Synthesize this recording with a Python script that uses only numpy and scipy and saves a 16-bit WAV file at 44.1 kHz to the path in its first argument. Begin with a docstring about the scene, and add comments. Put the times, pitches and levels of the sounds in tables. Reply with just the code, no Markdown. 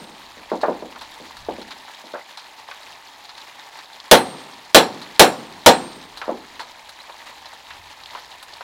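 """On a raised wooden deck by a pond, a carpenter shifts timber, then drives a nail with four hard blows.
Knocks and blows ring the same boards; the hammer adds a crack and a steel ring, and the overloaded
microphone thumps and clips. A faint echo comes back from the hillside. In the background water pours
and splashes into the pond, all bubbles and spray, and a light breeze rumbles on the microphone."""
import sys
import numpy as np
from scipy import signal
from scipy.fft import rfft, irfft
from scipy.io import wavfile
from scipy.ndimage import uniform_filter1d

SR = 44100
rng = np.random.default_rng(int(sys.argv[2]) if len(sys.argv) > 2 else 0)


def unload_wav(signal):
    """Save mono or channel-first audio to the path in sys.argv[1] as 16-bit WAV at rate SR, clipped to [-1, 1]."""
    wavfile.write(
        sys.argv[1],
        SR,
        np.round(np.clip(np.atleast_2d(signal).T, -1, 1) * 32767).astype(np.int16),
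    )


N = 380583
TIME = np.arange(N) / SR
AGE = TIME[:SR]  # seconds since an impact
TOP_HZ = 15900

# breeze at the microphone between gusts: t/s, level/dB
BREEZE_LEVELS = [(0, -66), (1.0, -59.5), (2.1, -80), (2.8, -69), (3.7, -73.5), (6.2, -60), (7.1, -68),
                 (8.63, -64)]
# gusts at their peaks: t/s, level/dB
GUST_PEAKS = [(1.42, -47.5), (7.75, -57)]
# spectrum of the pouring water: f/Hz, level/dB
STREAM_SPECTRUM = [(71, -63), (120, -14.5), (196, -13), (250, -7), (423, -7.5), (611, -6.5), (662, -7),
                   (899, 0.5), (1460, -10.5), (1760, -4.5), (2750, -9), (4050, -7), (5840, -17.5),
                   (7010, -18), (8000, -23), (15500, -29.5)]
# the clearest single drops: t/s, level/dB
CLEAR_DRIPS = [(3.2526, -47), (4.001, -40.5), (8.036, -43), (8.0582, -41), (8.317, -44), (8.5363, -42)]
# the loudest splashes: t/s, level/dB, top octave/dB
POND_SPLASHES = [(0.613, -26.5, -8), (1.012, -28, -4), (1.368, -31, -5), (1.615, -30, -11),
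                 (1.707, -26, -12), (2.3729, -25.5, -10), (3.2927, -30, -25), (3.38, -32, -9),
                 (3.7884, -30.5, -22), (5.0161, -26, -7), (6.172, -25.5, -3), (6.598, -24.5, -9),
                 (6.892, -31, 0), (7.456, -29.5, -26), (8.427, -30.5, 4)]
# surfacing bubbles: t/s, starting f/Hz, length/s, peak level/dB
BUBBLE_CHIRPS = [(0.501, 1830, 0.0033, -30), (2.209, 1870, .012, -35.5), (6.996, 3690, 0.017, -35)]
# modes of the deck: f/Hz, level/dB, t60/s
DECK_MODES = [(158, -54, 0.26), (178.3, -16.5, 0.32), (204, -16.5, 0.27), (240.3, -9.5, 0.29),
              (265, -17, 0.44), (303.7, -7.5, 0.19), (331, -5, 0.2), (367.6, -5, 0.16), (433, -18, 0.17),
              (462.4, -2, 0.21), (511.5, -20, 0.52), (506, 1.5, 0.17), (545.3, -1, 0.17), (574, 0.5, 0.16),
              (619, 9.5, 0.081), (694.4, 1.5, 0.14), (738, -19, 0.34), (751, -7, 0.32), (770.4, -1.5, 0.13),
              (805, -5.5, 0.27), (870, -3, 0.17), (901, -8, 0.28), (993, -14, 0.14), (1082, -27, 0.29),
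              (1174, -9.5, 0.16), (1466, -7.5, 0.14)]
# bands of dense plank modes: f/Hz, level/dB, t60/s
PLANK_BANDS = [(59, -67, 0.2), (114, -25.5, 0.28), (214, -15, 0.27), (480, -8.5, 0.3), (838, -5.5, 0.24),
               (1366, -6, 0.22), (2370, -7.5, 0.2), (3240, -3, 0.16), (5540, -4.5, 0.13),
               (8100, -12.5, 0.15), (10600, -10, 0.12), (15100, -17.5, 0.13)]
# partials of nail and hammer face: f/Hz, level/dB, t60/s
STEEL_MODES = [(2888, -2, .13), (3228, 1, .14), (3466, 2, .16), (3898, -4, .2), (4143, 1, .2),
               (4716, -13, .22), (5545, -18, .3), (5850, -10, .12), (7355, -10, .24), (8030, -17, .22),
               (9870, -9, .22), (11980, -22, .2), (12410, -22, .22), (13750, -18, .19), (14600, -14, .17)]
# long, beating ring of the hammer head: f/Hz, level/dB, t60/s
HEAD_MODES = [(8548, 0, .8), (8558, -2, .5)]
# tool and nails tapping the boards: t/s, level/dB, centre f/Hz
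TOOL_TAPS = [(0.959, -30, 896), (1.015, -33.5, 980), (1.715, -32, 2450), (1.879, -35, 1230),
             (2.686, -30, 840), (2.712, -27, 1640), (6.215, -21.5, 1190), (6.594, -24.5, 940),
             (7.094, -30.5, 880), (7.528, -33.5, 950), (7.705, -29, 1910), (8.149, -24, 1030),
             (8.172, -30.5, 1040), (8.607, -27.5, 940)]
# timber set down and nudged: t/s, level/dB, contact hardness/dB
TIMBER_KNOCKS = [(0.37, -38, -5), (0.517, -12.5, 3), (0.632, -8.5, 17), (0.683, -10, 2), (0.824, -24, 0),
                 (1.201, -34, -9), (1.486, -16, 1.5), (1.585, -27.5, -10), (2.04, -37.5, -2),
                 (2.138, -22, 21), (2.15, -25, 18.5), (6.28, -18, 1), (6.293, -14, 2.5)]
# hammer blows, the first just before the start: t/s, force/dB, crack/dB, low, middle and high
# nail ring/dB, head ring/dB, nailed board f/Hz, its ring/dB
HAMMER_BLOWS = [(-.3, 0, 0, 2, 0, 0, -2, 780, 6), (4.1127, -2, 2, -3, -22, 1, -2.5, 770, -32),
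                (4.7461, -3, 3, -1, 5, -2.5, -31, 780, -11),
                (5.1946, -2.5, 3.5, -5, 2, 0, -10.5, 886, -3.5),
                (5.6612, -2, 1, -5, 0, -22, -2.5, 936, 3.5)]


def undb(db):
    """Decibels to gain."""
    return 10 ** (np.asarray(db) / 20)


def unit(x):
    """Scale to rms 1."""
    return x / np.sqrt(np.mean(x ** 2))


def unit_attack(x):
    """Scale so that the first 20 ms have rms 1."""
    return x / np.sqrt(np.mean(x[:SR // 50] ** 2))


def add(out, s, x):
    """Mix x into out from time s on; what comes before zero is lost."""
    i = int(s * SR)
    x, i = x[max(-i, 0):], max(i, 0)
    out[i:i + len(x)] += x[:N - i]


def bandpass(x, low_hz, high_hz, order=2):
    """Butterworth band filter."""
    return signal.sosfilt(signal.butter(order, [low_hz, high_hz], "band", fs=SR, output="sos"), x)


def resonate(x, hz, width_hz):
    """One resonance, gain 1 at the centre."""
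    return signal.lfilter(*signal.iirpeak(hz, hz / width_hz, fs=SR), x)


def colour(x, points):
    """Shape x with a spectrum of (f/Hz, level/dB) points; rms 1."""
    hz, db = np.transpose(points)
    f = np.fft.rfftfreq(len(x), 1 / SR) + 1
    gain = undb(np.interp(np.log(f), np.log(hz), db))
    return unit(irfft(rfft(x) * gain, len(x)))


def fade(t60):
    """Exponential decay, one second long."""
    return np.exp(-np.log(1000) * AGE / t60)


def waver(per_s):
    """Smooth random drift, rms 1."""
    hold = int(SR / per_s)
    steps = np.repeat(rng.standard_normal(N // hold + 1), hold)
    return unit(uniform_filter1d(uniform_filter1d(steps, hold), hold)[:N])


def wind(rise_s=0.034, fall_s=0.14):
    """A light breeze rumbles on the microphone; two gusts swell fast and die away slowly."""
    strength = undb(np.interp(TIME, *np.transpose(BREEZE_LEVELS)))
    for s, db in GUST_PEAKS:
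        strength += undb(db) * np.exp(-np.maximum((s - TIME) / rise_s, (TIME - s) / fall_s))
    rumble = [(8, -5), (35, 4.5), (85, 7.5), (170, -5), (600, -48), (3000, -90)]
    return strength * colour(rng.standard_normal(N), rumble)


def droplets(per_s, spread_db, size):
    """Random droplet impacts: many small, a few large."""
    hits = rng.random(size) < per_s / SR
    sign = np.sign(rng.standard_normal(size))
    weight = np.minimum(rng.exponential(size=size), 6)
    return unit(hits * sign * undb(spread_db * weight))


def fizz(per_s, spread_db, q, size):
    """Tiny bubbles in 22 sizes, each ringing briefly at its own pitch; per_s is the rate at 4 kHz."""
    return unit(sum(resonate(droplets(per_s * np.sqrt(hz / 4000), spread_db, size), hz, hz / q)
                    for hz in np.geomspace(600, 15000, 22)))


def stream(level_db=-43.5, waver_db=0.6, hiss_db=-3, flutter_db=1.36, gurgle_db=-10):
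    """Water falls steadily in the background: bubbles and spray over the gurgle of the hollow it digs."""
    bubbles = fizz(per_s=260, spread_db=2.77, q=7.7, size=N)
    spray = bubbles + undb(hiss_db) * rng.standard_normal(N)
    pour = colour(spray * undb(flutter_db * waver(per_s=75)), STREAM_SPECTRUM)
    gurgle = unit(resonate(droplets(per_s=900, spread_db=3.4, size=N), hz=880, width_hz=130))
    return (pour + undb(gurgle_db) * gurgle) * undb(level_db + waver_db * waver(per_s=4.2))


def drips(pitch_hz=3970, width_hz=1500, t60=0.023, stray_per_s=7, stray_db=-51.5):
    """Lone drops give short, bright ticks near one pitch; fainter strays fall at random."""
    out = np.zeros(N)
    stray_times = np.cumsum(-np.log(rng.random(150))) / stray_per_s
    stray_levels = stray_db + 2.5 * rng.standard_normal(150)
    for s, db in CLEAR_DRIPS + list(zip(stray_times, stray_levels)):
        hz = pitch_hz * (1 + 0.039 * rng.standard_normal())
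        impact = rng.standard_normal(SR // 10) * fade(t60)[:SR // 10]
        if s < TIME[-1]:
            tick = resonate(resonate(impact, hz, width_hz), hz, width_hz)
            add(out, s, undb(db) * unit_attack(tick))
    return out


def splashes(level_db=-10, ref_db=-29, ref_t60=0.1, doubling_db=5):
    """Lumps of water slap the pond in bursts of bubbles; the more water, the longer the burst."""
    out = np.zeros(N)
    foam = fizz(per_s=1500, spread_db=0.85, q=1.7, size=2 * SR)
    for s, db, top in POND_SPLASHES:
        t60 = ref_t60 * 2 ** ((db - ref_db) / doubling_db)
        spectrum = [(300, -21), (900, 14), (2700, 1), (4100, 12), (6000, -4.5),
                    (11000, top - 4.5), (16000, top - 13)]
        burst = colour(np.roll(foam, rng.integers(2 * SR))[:SR], spectrum)
        add(out, s, undb(db + level_db) * unit_attack(burst * fade(t60)))
    return out


def bubble_chirps(rise_ratio=1.17):
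    """A bubble's pitch climbs quickly as it surfaces."""
    out = np.zeros(N)
    for s, start_hz, length_s, db in BUBBLE_CHIRPS:
        hz = start_hz * np.linspace(1, rise_ratio, int(length_s * SR))
        add(out, s, undb(db) * np.hanning(len(hz)) * np.sin(2 * np.pi * np.cumsum(hz) / SR))
    return out


def hillside(level_db=-23, t60=1.067, build_s=0.018):
    """The faint, dull tail that slopes and trees scatter back from a distance."""
    spectrum = [(30, -42), (70, -19), (150, 2), (280, 6.5), (550, -1), (950, 0),
                (2000, -15.5), (4000, -11.5), (6500, -23), (14000, -39)]
    tail = colour(rng.standard_normal(SR), spectrum)
    return undb(level_db) * tail * fade(t60) * (1 - np.exp(-AGE / build_s))


def ring(modes, phases, stretch=1):
    """Sum of freely decaying modes; stretch scales their decay times."""
    return sum(undb(db) * fade(t60 * stretch) * np.sin(2 * np.pi * hz * AGE + phase)
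               for (hz, db, t60), phase in zip(modes, phases))


def planks(stretch=1):
    """Plank modes too dense to tell apart: bands of noise, each with its own decay."""
    centres = np.array(PLANK_BANDS)[:, 0]
    edges = np.r_[centres[0] / 2, np.sqrt(centres[1:] * centres[:-1]), TOP_HZ]
    return sum(undb(db) * fade(t60 * stretch) * unit(bandpass(rng.standard_normal(SR), lo, hi, order=3))
               for (_, db, t60), lo, hi in zip(PLANK_BANDS, edges, edges[1:]))


def taps(level_db=-8, tick_db=4, ref_db=-24, halving_db=8):
    """Small hard contacts: a sharp tick, then one board rings; a lighter tap dies sooner."""
    out = np.zeros(N)
    for s, db, hz in TOOL_TAPS:
        stretch = 2 ** ((db - ref_db) / halving_db)
        contact = planks(stretch) * (1 + undb(tick_db) * fade(t60=0.039))
        board = bandpass(resonate(contact, hz, width_hz=0.73 * hz), hz / 3, 4800)
        add(out, s, undb(db + level_db) * unit_attack(board))
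    return out


def knocks(deck_phases, level_db=-7, planks_db=7, echo_db=-2, halving_db=68):
    """Wood on wood is a soft contact: mainly the middle modes of the deck answer."""
    out = np.zeros(N)
    for s, db, hardness in TIMBER_KNOCKS:
        # a harder contact is damped sooner and trades bass for treble
        stretch = 2 ** (-hardness / halving_db)
        tone = [(280, 7 - hardness), (600, 0), (900, 0), (1600, -16 + 0.85 * hardness)]
        deck = ring(DECK_MODES, deck_phases + 0.5 * rng.standard_normal(len(DECK_MODES)), stretch)
        wood = unit_attack(deck + undb(planks_db) * planks(stretch))
        knock = colour(wood + undb(echo_db) * hillside(), tone)
        knock = bandpass(knock * (AGE < 0.7), 190, 1650, order=4)
        add(out, s, undb(db + level_db) * unit_attack(knock))
    return out


def nail_ring(low_db, middle_db, high_db, q=150):
    """Steel partials blurred by reflections between floor and roof: each flutters in a narrow band."""
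    out = np.zeros(SR)
    for hz, db, t60 in STEEL_MODES:
        # the nail favours other partials as the wood grips more of it
        grip_db = np.interp(hz, [4200, 5500, 7400, 9800], [low_db, middle_db, middle_db, high_db])
        decay = fade(t60)
        partial = resonate(rng.standard_normal(2 * SR), hz, hz / q)[SR:] * decay
        out += undb(db + grip_db) * partial * np.linalg.norm(decay) / np.linalg.norm(partial)
    return out


def overload_thump(hz=38, db=-15, t60=0.097):
    """Low thump of the overloaded microphone at each blow."""
    return ring([(hz, db, t60)], phases=[0])


def hammer(deck_phases, crack_db=-1, nail_db=-8, head_db=-27, board_t60=0.17, build_s=0.0063):
    """Hammer on nail: steel and crack sound at once; the heavy deck takes milliseconds to get going."""
    out = np.zeros(N)
    build = 1 - np.exp(-AGE / build_s)
    for s, force, crack, low, middle, high, head, board_hz, board_db in HAMMER_BLOWS:
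        deck = ring(DECK_MODES, deck_phases + 0.26 * rng.standard_normal(len(DECK_MODES)))
        board = ring([(board_hz, board_db, board_t60)], phases=[0])
        steel = undb(nail_db) * nail_ring(low, middle, high)
        steel += undb(head_db + head) * ring(HEAD_MODES, phases=[0, 0])
        wood = build * (deck + board) + undb(crack_db + crack) * planks()
        add(out, s, undb(force) * (wood + steel + hillside() + build * overload_thump()))
    return out


def scene():
    """One channel: work on the deck in front, the pond behind, the breeze on the microphone."""
    # the deck's modes start roughly in step, so a knock flutters
    deck_phases = np.pi / 2 + rng.standard_normal(len(DECK_MODES))
    carpentry = hammer(deck_phases) + knocks(deck_phases) + taps()
    pond = stream() + splashes() + bubble_chirps() + drips()
    return (carpentry + pond + wind())[None]


def record(dry):
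    """The blows overload the microphone and clip hard at full scale; the top is cut."""
    top_cut = signal.ellip(8, 0.05, 50, TOP_HZ, fs=SR, output="sos")
    return signal.sosfiltfilt(top_cut, np.clip(dry, -1, 1))


dry = scene()
out = record(dry)
unload_wav(out)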